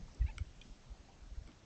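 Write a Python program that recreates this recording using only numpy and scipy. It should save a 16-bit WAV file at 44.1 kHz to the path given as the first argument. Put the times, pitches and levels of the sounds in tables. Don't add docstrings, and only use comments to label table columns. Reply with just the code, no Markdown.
import sys
import numpy as np
from scipy import signal
from scipy.fft import rfft, irfft
from scipy.io import wavfile
from scipy.ndimage import uniform_filter1d

SR = 44100
rng = np.random.default_rng(int(sys.argv[2]) if len(sys.argv) > 2 else 0)


def generate_wav(sig):
    pcm = np.round(np.clip(np.atleast_2d(sig).T, -1, 1) * 32767).astype(np.int16)
    wavfile.write(sys.argv[1], SR, pcm)


N = 72765
TIME = np.arange(N) / SR

# frequency in Hz, relative level in dB, time to fall 60 dB in seconds.
THICK_TWIG = [(1376, -9, 0.051), (1450, 0.5, 0.018), (2210, -0.5, 0.023), (2320, -4, 0.021),
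              (2950, -2.5, 0.012), (2970, -5.5, .01), (5760, -5, 0.011), (8030, -0.5, 0.0061)]
THIN_TWIG = [(2450, 1, .04), (3146, 3, 0.027), (3426, -1, 0.036), (3700, -9, 0.021), (4660, -10, 0.018),
             (5850, -7, 0.016)]


def amp(db):
    return 10 ** (np.asarray(db) / 20)


def unit(x):
    return x / np.sqrt(np.mean(x ** 2) + 1e-20)


def level_at(spectrum, hz):
    f, db = np.transpose(spectrum)
    return np.interp(np.log(hz + 1), np.log(np.sort(f)), db)


def noise(gain):
    white = rfft(rng.standard_normal(N))
    return unit(irfft(white * gain(np.fft.rfftfreq(N, 1 / SR) + 1e-3), N))


def add(mix, start, sound):
    part = mix[max(round(start * SR), 0):][:len(sound)]
    part += sound[:len(part)]


def background():
    # frequency in Hz, relative spectral density in dB.
    hiss_spectrum = [(88, -39.5), (150, -12), (174, 0.5), (317, -4.5), (345, -5.5), (387, -8), (514, -9),
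                     (671, -9), (875, -13.5), (2110, -17.5), (6440, -20), (8000, -26.5), (10400, -34),
                     (17600, -120)]
    rumble_spectrum = [(12, -14.5), (28, 0), (60, -9.5), (110, -9.5), (170, -18), (300, -31)]
    # (for the hiss, relative to hiss_db).
    hiss_drift = [(0, 1.4), (.6, 0.44), (1.05, 0.13), (1.65, -0.27)]
    rumble_levels = [(0, -54), (.14, -57), (.45, -56.5), (.7, -59), (.8, -65), (1.15, -61.5), (1.35, -60),
                     (1.52, -61.5), (1.65, -59)]
    hiss_db, patch_db = -65.5, 1.4
    steady = noise(lambda f: amp(level_at(hiss_spectrum, f)) / (1 + (140 / f) ** 6))
    cells = signal.stft(steady, nperseg=512)[2]
    patches = uniform_filter1d(rng.standard_normal(cells.shape), size=7, axis=0)
    patches = unit(uniform_filter1d(patches, size=10, axis=1))
    hiss = unit(signal.istft(cells * amp(patch_db * patches), nperseg=512)[1][:N])
    rumble = noise(lambda f: amp(level_at(rumble_spectrum, f)) / (1 + (f / 400) ** 4))
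    hiss *= amp(hiss_db + np.interp(TIME, *np.transpose(hiss_drift)))
    rumble *= amp(np.interp(TIME, *np.transpose(rumble_levels)))
    return hiss + rumble


def hoof_steps():
    # start in seconds, level in dB, centre in Hz, width in octaves, rise and decay in seconds.
    contacts = [(.002, -48.5, 181, 0.14, 0.0027, 0.0095), (0.077, -63.5, 950, 0.45, 0.0048, 0.016),
                (0.072, -71.5, 4500, 1, 0.0072, 0.041), (0.111, -70, 5500, 0.14, 0.0088, 0.015),
                (.146, -59, 5550, 0.51, 0.0017, 0.0024), (.62, -72, 4500, .8, 0.012, 0.17),
                (0.649, -61, 215, .4, 0.0058, 0.05), (0.826, -68, 870, 0.56, .008, 0.02),
                (0.852, -58.5, 124.7, 0.13, 0.019, 0.016), (.935, -68.5, 805, 0.21, 0.0039, .025),
                (1.084, -62, 807, 0.19, 0.0026, 0.026), (1.479, -57.5, 240, 0.6, 0.0021, 0.033),
                (1.485, -65, 1190, 0.79, 0.0033, 0.02), (1.516, -60.5, 2390, 0.79, 0.00081, 0.0032)]
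    out = np.zeros(N)
    for start, db, hz, octaves, rise, decay in contacts:
        t = np.maximum(TIME - start, 0)
        envelope = np.minimum(t / rise, 1) * np.exp(-np.maximum(t - rise, 0) / decay)
        out += amp(db) * envelope * noise(lambda f: np.exp(-.5 * (np.log2(f / hz) / octaves) ** 2))
    return out


def air_buffets():
    # centre in seconds, peak level in dB, frequency in Hz, half length in seconds.
    puffs = [(0.032, -42, 36.2, .02), (.218, -24, 52.6, .014), (0.25, -27, 69.1, 0.011),
             (0.3, -40.5, 41, 0.022), (0.378, -39.5, 48.6, 0.0093), (0.417, -29.5, 73.4, 0.0088),
             (0.475, -51.5, 56.57, 0.019), (0.569, -51.5, 42.36, 0.013), (0.714, -45, 42.7, 0.016),
             (.918, -41.5, 48.15, 0.016), (1.007, -50, 54.6, .012), (1.23, -46.5, 47.3, 0.013),
             (1.281, -48, 37, 0.026), (1.328, -41.5, 51.4, 0.014), (1.385, -34.5, 43.4, 0.0087),
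             (1.418, -42.5, 64.8, 0.0065), (1.462, -45.5, 42.2, 0.011)]
    overtone_db, eddy_db, eddy_hz = -19.5, -26, 111
    centre, db, hz, half_length = np.transpose(puffs)[:, :, None]
    swells = amp(db) * np.exp(-((TIME - centre) / half_length) ** 2) + 1e-12
    envelope = swells.sum(0)
    pitch = (swells * hz).sum(0) / envelope
    phase = 2 * np.pi * (np.cumsum(pitch) / SR + rng.random())
    eddies = noise(lambda f: (f / eddy_hz) ** 2 / (1 + (f / eddy_hz) ** 6))
    return envelope * (np.sin(phase) + amp(overtone_db) * np.sin(2 * phase) + amp(eddy_db) * eddies)


def calf_squeak():
    # time in seconds, pitch in Hz, level in dB before trim_db.
    notes = [
        [(.208, 650, -65), (.218, 660, -62.5), (.225, 626, -55), (.232, 657, -71), (.245, 670, -72)],
        [(.259, 535, -67), (.268, 533, -55.5), (.273, 574, -56), (.28, 560, -75)],
        [(.274, 744, -58), (.282, 781, -54.5), (.29, 894, -54), (.297, 868, -55.5), (.303, 875, -53.5),
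         (.309, 750, -66.5), (.322, 690, -60.5)],
    ]
    tilts = [-12.5, 0, 0]
    # frequency in Hz, gain of the throat in dB.
    throat = [(550, -36), (650, -39.5), (760, -21), (880, 4.5), (1200, -32.5), (1700, -5), (1950, 5),
              (2250, 0.5), (2650, 1), (3200, -17), (3850, -10), (5000, -33)]
    jitter, rasp_db, trim_db, fade_s = .01, -16, -1.5, 0.0056
    orders = np.arange(1, 8)[:, None]
    out = np.zeros(N)
    for note, tilt in zip(notes, tilts):
        times, pitch, db = np.transpose(note)
        waver = noise(lambda f: 1 / (1 + (f / 250) ** 4))
        hz = np.interp(TIME, times, pitch) * (1 + jitter * waver)
        phase = 2 * np.pi * np.cumsum(hz) / SR
        gains = amp(level_at(throat, orders * hz) + tilt * np.log2(np.maximum(orders * hz / 1900, 1)))
        tone = (gains * np.sin(orders * phase)).sum(0) / np.sqrt((gains ** 2).sum(0) / 2)
        rasp = amp(rasp_db) * noise(lambda f: amp(level_at(throat, f)))
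        gate = np.clip(np.minimum(TIME - times[0], times[-1] - TIME) / fade_s, 0, 1)
        out += amp(trim_db + np.interp(TIME, times, db)) * gate * (tone + rasp)
    return out


def twig_snaps():
    # start in seconds, level in dB, modes, relative crack level in dB,
    # crack decay and ring rise in seconds, radiation cutoff in Hz.
    snaps = [(0.3815, -42.5, THICK_TWIG, -1.5, 0.0012, 0.00024, 1280),
             (.6140, -50.5, THIN_TWIG, -6, 0.0024, 0.00069, 2130),
             (1.4752, -61, THICK_TWIG, 1, .0018, 0.00017, 1160)]
    # delay of a fibre's break in seconds, relative level in dB.
    fibres = [(0, 1), (.0009, -24), (.0078, -24.5)]
    t = TIME[:SR // 8]
    out = np.zeros(N)
    for start, db, modes, crack_db, crack_decay, rise, cutoff_hz in snaps:
        ring = sum(amp(level - 60 * t / t60) * np.sin(2 * np.pi * hz * t) for hz, level, t60 in modes)
        ring *= np.minimum(t / rise, 1)
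        snap = np.zeros(len(t))
        for delay, fibre_db in fibres:
            crack = np.diff(rng.standard_normal(len(t)) * np.exp(-t / crack_decay), prepend=0)
            add(snap, delay, amp(db + fibre_db) * (ring + amp(crack_db) * crack))
        radiation = signal.butter(N=5, Wn=cutoff_hz, btype="high", fs=SR, output="sos")
        add(out, start, signal.sosfilt(radiation, snap))
    return out


def trunk_echoes(sound):
    tail_db, t60_s, echoes_per_s = -16, 0.23, 2000
    t = TIME[:SR // 2]
    echoes = rng.standard_normal(len(t)) * (rng.random(len(t)) < echoes_per_s / SR)
    tail = echoes * amp(-60 * t / t60_s) * (t > .004)
    return amp(tail_db) * signal.fftconvolve(sound, tail / np.linalg.norm(tail))[:N]


def scene():
    elk = calf_squeak() + hoof_steps() + twig_snaps()
    return (elk + trunk_echoes(elk) + air_buffets() + background())[None]


def record(dry):
    lowpass = signal.firwin(121, cutoff=8250, window=("kaiser", 5), fs=SR)
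    return signal.oaconvolve(dry, lowpass[None], "same")


dry = scene()
out = record(dry)
generate_wav(out)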